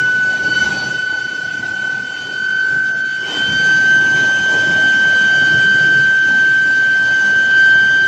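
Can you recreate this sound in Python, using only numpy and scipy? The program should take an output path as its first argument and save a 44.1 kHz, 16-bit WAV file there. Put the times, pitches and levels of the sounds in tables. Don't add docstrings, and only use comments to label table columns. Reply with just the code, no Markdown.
import sys
import numpy as np
from scipy import signal
from scipy.fft import rfft, irfft, next_fast_len
from scipy.io import wavfile
from scipy.ndimage import uniform_filter1d

SR = 44100
rng = np.random.default_rng(int(sys.argv[2]) if len(sys.argv) > 2 else 0)


def waveform_to_disk(signal):
    frames = np.transpose(np.atleast_2d(signal))
    scaled = np.clip(frames, -1, 1) * 32767
    samples = np.round(scaled).astype(np.int16)
    wavfile.write(sys.argv[1], SR, samples)


N = 355887
TIME = np.arange(N) / SR


def undb(db):
    return 10 ** (np.asarray(db) / 20)


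def curves(table):
    s, *columns = np.transpose(table)
    return [np.interp(TIME, s, column) for column in columns]


def unit(x):
    return x / np.sqrt(np.mean(x ** 2))


def bell(s, half_width):
    return np.exp(-((TIME - s) / half_width) ** 2)


def colour(x, points):
    hz, db = np.transpose(points)
    size = next_fast_len(N)
    bins = np.maximum(np.arange(size // 2 + 1) * SR / size, 1)
    gain = undb(np.interp(np.log(bins), np.log(hz), db))
    return unit(irfft(rfft(x, size) * gain, size)[:N])


def butter(x, hz, kind, order):
    return signal.sosfilt(signal.butter(order, hz, kind, fs=SR, output="sos"), x)


def walk(rate):
    hold = max(int(SR / rate), 1)
    steps = np.repeat(rng.standard_normal(N // hold + 1), hold)
    smooth = uniform_filter1d(uniform_filter1d(steps, hold), hold)
    return unit(smooth[:N])


def flutter(depth_db, width_hz):
    return undb(depth_db) * unit(butter(rng.standard_normal(N), width_hz, "low", order=3))


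def partial(phase, db):
    return np.sqrt(2) * undb(db) * np.cos(phase)


def wander(rate):
    return (walk(rate) + 1j * walk(rate)) / np.sqrt(2)


def wavering(hz, db, rate):
    path = wander(rate)
    return abs(path) * partial(2 * np.pi * hz * TIME + np.angle(path), db)


def churn(x, depth_db, rate, lo_hz, hi_hz, count):
    size = next_fast_len(N)
    spectrum = rfft(x, size)
    hz = np.maximum(np.arange(len(spectrum)) * SR / size, 1)
    band = np.interp(np.log(hz), np.log([lo_hz, hi_hz]), [0, count - 1])
    out = 0
    for k in range(count):
        share = np.maximum(1 - abs(band - k), 0)
        out = out + irfft(spectrum * share, size)[:N] * undb(depth_db * walk(rate))
    return unit(out)


def cooling(gain_db):
    # pitch_hz, relative_level_db
    hiss_spectrum = [(700, -18.5), (1200, -1), (1800, 0.5), (2350, 2), (2900, -0.5), (4200, -2.5),
                     (6000, -4.5), (7000, -6.5), (7750, -9.5), (8200, -27), (10000, -27), (14000, -38),
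                     (15200, -30)]
    # centre_s, half_width_s, gain_db
    hiss_shifts = [(0.33, 0.023, 0), (2.1, 0.18, -0.5), (2.62, .035, -1.5), (2.82, 0.021, -3),
                   (2.88, .025, 1), (2.94, .02, -8), (3.03, .02, -5.5), (3.35, .06, 2), (4.0, 0.092, -3),
                   (4.2, .03, 1.5), (4.42, 0.046, -1.5), (6.2, 0.14, -1), (7.95, .15, 0)]
    hiss = colour(rng.standard_normal(N), hiss_spectrum)
    hiss = churn(hiss, depth_db=3.0, rate=50, lo_hz=1207, hi_hz=16080, count=54)
    shifts_db = sum(db * bell(s, width) for s, width, db in hiss_shifts)
    base_db, follow = -34.5, 0.79
    return hiss * undb(base_db + follow * gain_db + shifts_db + 0.54 * walk(42))


def motors(gain_db):
    # pitch_hz, relative_level_db
    hum_tones = [(76.5, -53), (150.3, -47), (300.7, -45), (362, -51), (446, -54), (634, -51), (744, -52),
                 (775, -55)]
    hum = sum(wavering(hz, db, rate=16) for hz, db in hum_tones)
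    return hum * undb(1.2 * gain_db - 3.5)


def knocks(rate, spread_db):
    hit = rng.random(N) < rate / SR
    size_db = spread_db * np.minimum(rng.exponential(size=N), 4)
    return unit(hit * rng.standard_normal(N) * undb(size_db))


def conveyor(gain_db):
    # pitch_hz, relative_level_db
    conveyor_spectrum = [(15, -57), (25, -28.5), (43, -22.5), (67, -11.5), (139, 2.5), (172, -1.5),
                         (200, 0), (228, -4), (306, -5), (431, -6.5), (476, -7.5), (618, -8.5), (705, -8.5),
                         (765, -5.5), (1250, -17.5), (1620, -49.5), (2750, -120)]
    # centre_s, half_width_s, rumble_gain_db, clatter_gain_db
    surges = [(0.04, .06, 8.5, -0.5), (0.31, 0.044, 3.5, 4.5), (0.45, 0.079, 3.5, 0), (0.7, 0.033, -5, 1),
              (1.25, 0.093, 1.5, 2), (1.64, 0.08, 5, 1.5), (1.78, .025, -6, 0), (1.95, 0.031, 4, 3),
              (2.12, .06, -6, -1), (2.3, 0.044, 0, 4), (2.45, 0.036, -5.5, -0.5), (2.74, 0.056, 7.5, 2),
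              (3.12, 0.061, 0, -3.5), (3.3, .1, -6.5, 2.5), (3.55, 0.044, 6, -3), (3.73, .03, -4, 0),
              (4.1, 0.14, 1, 3), (4.23, .035, 4.5, 3), (4.36, .03, -4, 1), (4.55, 0.043, 2, 4),
              (4.74, 0.077, 2, 3.5), (4.93, .03, -5.5, -1), (5.19, 0.027, -8.5, 0), (5.56, 0.041, 11, 0.5),
              (5.76, .035, 5.5, -1), (6.09, .04, 2, -1.5), (6.19, 0.038, -8.5, -4.5), (7.25, 0.18, 1, 2.2)]
    shaking = colour(rng.standard_normal(N) + 0.56 * knocks(rate=500, spread_db=1.5), conveyor_spectrum)
    shaking = churn(shaking, depth_db=2.5, rate=16, lo_hz=89, hi_hz=1290, count=14)
    split_hz = 290
    frame = unit(butter(shaking, split_hz, "low", order=4))
    rollers = unit(butter(shaking, split_hz, "high", order=4))

    low_db, middle_db = sum(np.outer(gains, bell(s, width)) for s, width, *gains in surges)
    rumble_db = -36.5 + 1.1 * gain_db + low_db + 1.4 * walk(22)
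    clatter_db = -36 + 1.03 * gain_db + middle_db + 0.22 * walk(13)
    return frame * undb(rumble_db) + rollers * undb(clatter_db)


def roller_rings():
    # centre_s, half_width_s, pitch_hz, crest_level_db
    rings = [(1.8, 0.4, 773, -50), (4.7, 0.21, 633, -37), (7.7, .2, 884, -44)]
    return sum(bell(s, width) * wavering(hz, db, rate=60) for s, width, hz, db in rings)


def whistle():
    # time_s, level_db
    whistle_level = [(3.3, -98), (3.6, -70.5), (4.3, -71), (4.8, -81.5), (8.07, -80)]
    whistle_hz = 10110
    db, = curves(whistle_level)
    return partial(2 * np.pi * whistle_hz * TIME + 1.2 * walk(20), db)


def standing_waves(order):
    # centre_s, partial_number, half_width_s, gain_db
    swells = [(0.39, 1, 0.035, -2.5), (0.47, 1, 0.025, 2.5), (0.61, 1, .04, 3.5), (1.14, 1, 0.03, 1),
              (1.31, 1, .025, -3), (1.4, 1, 0.077, 1), (2.8, 1, .03, 0.5), (2.94, 1, 0.017, -1),
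              (3.03, 1, 0.034, 1.5), (3.42, 1, 0.039, 4.5), (3.95, 1, 0.064, 3.5), (4.41, 1, 0.038, -2),
              (4.68, 1, .04, -1.2), (7.06, 1, .05, -1), (7.38, 1, .04, 1.4), (7.47, 1, 0.032, -1.5),
              (7.67, 1, 0.17, 4), (0.57, 2, 0.059, 6), (0.86, 2, 0.06, -6), (0.97, 2, 0.034, 3.5),
              (1.2, 2, .05, -2), (1.48, 2, 0.071, -7), (1.58, 2, 0.029, 1.5), (1.86, 2, 0.033, 3.5),
              (2.18, 2, 0.17, 3), (2.56, 2, 0.13, 5.5), (2.92, 2, 0.021, -8), (3.44, 2, 0.16, 9.5),
              (5.45, 2, 0.47, 2.5), (6.7, 2, 0.59, -2.5), (7.28, 2, 0.15, -6), (7.9, 2, 0.56, 4),
              (0.3, 3, .06, 5.5), (0.52, 3, 0.1, 10), (0.68, 3, 0.038, -7), (0.8, 3, 0.075, 10.5),
              (1.15, 3, 0.2, 8.5), (1.55, 3, 0.093, 2), (2.38, 3, 0.3, 7), (3.13, 3, 0.062, 7.5),
              (3.61, 3, 0.083, 9.5), (3.76, 3, 0.066, 6.5), (5.25, 3, 0.35, 3.5), (5.75, 3, 0.11, 3),
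              (7.63, 3, 0.078, 8), (7.95, 3, 0.13, 3.5), (0.62, 4, 0.05, 14), (0.87, 4, 0.045, 13),
              (2.5, 4, 0.092, 6.5), (2.93, 4, .1, 8), (3.68, 4, 0.25, 9.5), (4.25, 4, 0.41, 11),
              (5.1, 4, .27, 4), (6.25, 4, .2, 6), (6.76, 4, 0.097, 4.5), (7.2, 4, 0.23, 10.5),
              (7.6, 4, .05, 6), (7.9, 4, 0.12, 10)]
    # centre_s, partial_number, half_width_s, remainder_db
    nodes = [(0.8, 1, 0.15, -12), (2.25, 1, 0.17, -24), (3.33, 1, 0.067, -18), (0.24, 2, 0.1, -20),
             (0.419, 2, 0.055, -15), (0.745, 2, 0.11, -19.5), (1.68, 2, 0.073, -25), (1.99, 2, 0.11, -12),
             (2.79, 2, 0.2, -26), (3.82, 2, 0.065, -12), (4.08, 2, 0.077, -7), (6.69, 2, 0.074, -5),
             (0.18, 3, 0.07, -20), (0.41, 3, 0.025, -15), (1.8, 3, 0.2, -21.5), (2.77, 3, .04, -18),
             (2.99, 3, 0.06, -21), (3.3, 3, 0.064, -17), (4.58, 3, 0.64, -17.5), (6.28, 3, 0.13, -14),
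             (6.53, 3, .06, -13), (6.97, 3, 0.11, -19), (7.38, 3, 0.054, -18), (0.25, 4, .12, -21),
             (2.1, 4, .35, -12), (3.3, 4, .2, -20), (5.65, 4, 0.24, -9.5), (6.07, 4, .06, -11),
             (6.56, 4, .05, -16), (6.95, 4, 0.068, -15), (7.5, 4, .04, -12), (7.72, 4, .04, -16)]
    gain = undb(sum(db * bell(s, width) for s, k, width, db in swells if round(k) == order))
    for s, k, width, remainder_db in nodes:
        if round(k) == order:
            direct = np.tanh((s - TIME) / width)
            remainder = 1j * undb(remainder_db) * bell(s, width)
            gain = gain * (direct - remainder)
    return gain


def coil(hz, levels_db, paths, ripple_db, shiver_db, jitter_db):
    ripple_hz = 34.8
    sway = 0.069 * walk(22)
    ripple = undb(ripple_db) * np.sin(2 * np.pi * ripple_hz * TIME + 0.49 * walk(0.98))
    phase = 2 * np.pi * np.cumsum(hz) / SR + sway + flutter(depth_db=jitter_db, width_hz=88)
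    power = 1 + flutter(depth_db=shiver_db, width_hz=70) + 0.042 * walk(18)
    out = 0
    for k, (db, path) in enumerate(zip(levels_db, paths), 1):
        if k > 1:
            echo_db = -13 + 8 * (k - 2)
            path = path + undb(echo_db) * wander(24 * k)
        out = out + abs(path) * partial(k * phase + ripple + np.angle(path), db)
    return power * out


def far_coil():
    # time_s, fundamental_level_db, second_partial_level_db
    far_levels = [(0.0, -50, -49), (0.25, -33, -43), (0.6, -16.5, -46), (1.0, -24.5, -50),
                  (1.3, -24.5, -49.5), (2.1, -27, -47), (2.6, -24, -45.5), (3.05, -30, -54),
                  (3.25, -30.5, -33), (3.42, -25.5, -37), (3.57, -31, -44), (3.75, -37.5, -35.5),
                  (4.8, -34.5, -35), (5.6, -26.5, -32), (6.15, -30.5, -40), (6.8, -37, -39.5),
                  (7.0, -37, -42.5), (7.2, -32.5, -37), (7.5, -29.5, -33.5), (8.07, -32, -37.5)]
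    far_hz = 1484.3
    third_db = -53 + 3.2 * walk(10)
    levels_db = curves(far_levels) + [third_db]
    paths = np.ones(len(levels_db))
    return coil(np.full(N, far_hz), levels_db, paths, ripple_db=-19.5, shiver_db=-18.0, jitter_db=-29.0)


def near_coil(gain_db):
    # time_s, pitch_hz
    near_pitch = [(0.0, 1496.0), (0.3, 1500.2), (0.6, 1504.1), (0.85, 1507.8), (1.15, 1511.9),
                  (1.4, 1514.6), (1.65, 1520.1), (2.0, 1524.3), (2.5, 1532.8), (3.0, 1540.3), (3.5, 1546.5),
                  (4.0, 1551.7), (4.5, 1553.7), (5.0, 1554.2), (6.0, 1554.1), (7.0, 1554.7), (7.5, 1557.4),
                  (8.07, 1563.8)]
    # time_s, level_db
    near_level = [(0.0, -13.8), (0.27, -13.8), (0.4, -17.5), (1.1, -18.7), (1.33, -25), (1.6, -24),
                  (1.92, -18.5), (2.06, -25), (2.45, -16.3), (2.8, -15), (3.2, -20.5), (3.52, -18),
                  (3.66, -11.2), (4.45, -13.3), (5.3, -11), (6.3, -11.1), (7.2, -12.8), (8.07, -11.3)]
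    overtones_db = [-31.5, -43.5, -51]
    overtone_follow = 0.93
    hz, = curves(near_pitch)
    levels_db = curves(near_level) + [db + overtone_follow * gain_db for db in overtones_db]
    paths = [standing_waves(order=k + 1) for k in range(len(levels_db))]
    return coil(hz, levels_db, paths, ripple_db=-31.5, shiver_db=-25.5, jitter_db=-26.5)


def scene():
    # time_s, gain_db
    recorder_gain = [(0.0, -1.5), (0.25, -3), (0.65, 4.5), (0.88, 1), (1.03, -4), (1.6, -4.5), (2.4, -5.5),
                     (3.2, -6), (3.31, 2), (4.0, 2.5), (4.7, 3), (5.1, 2.5), (5.65, 2.7), (6.2, -0.5),
                     (6.8, -1), (7.5, -0.7), (8.07, -1.5)]
    dropout = [(1.595, 0), (1.62, -9), (1.631, 2), (1.655, 0)]
    gain_db, = curves(recorder_gain)
    dropout_db, = curves(dropout)
    machinery = cooling(gain_db) + motors(gain_db) + conveyor(gain_db) + roller_rings()
    whine = (far_coil() + near_coil(gain_db)) * undb(dropout_db)
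    return (machinery + whistle() + whine)[None]


def record(dry):
    top_hz = 15700
    return signal.sosfilt(signal.ellip(8, .1, 70, top_hz, fs=SR, output="sos"), dry)


dry = scene()
out = record(dry)
waveform_to_disk(out)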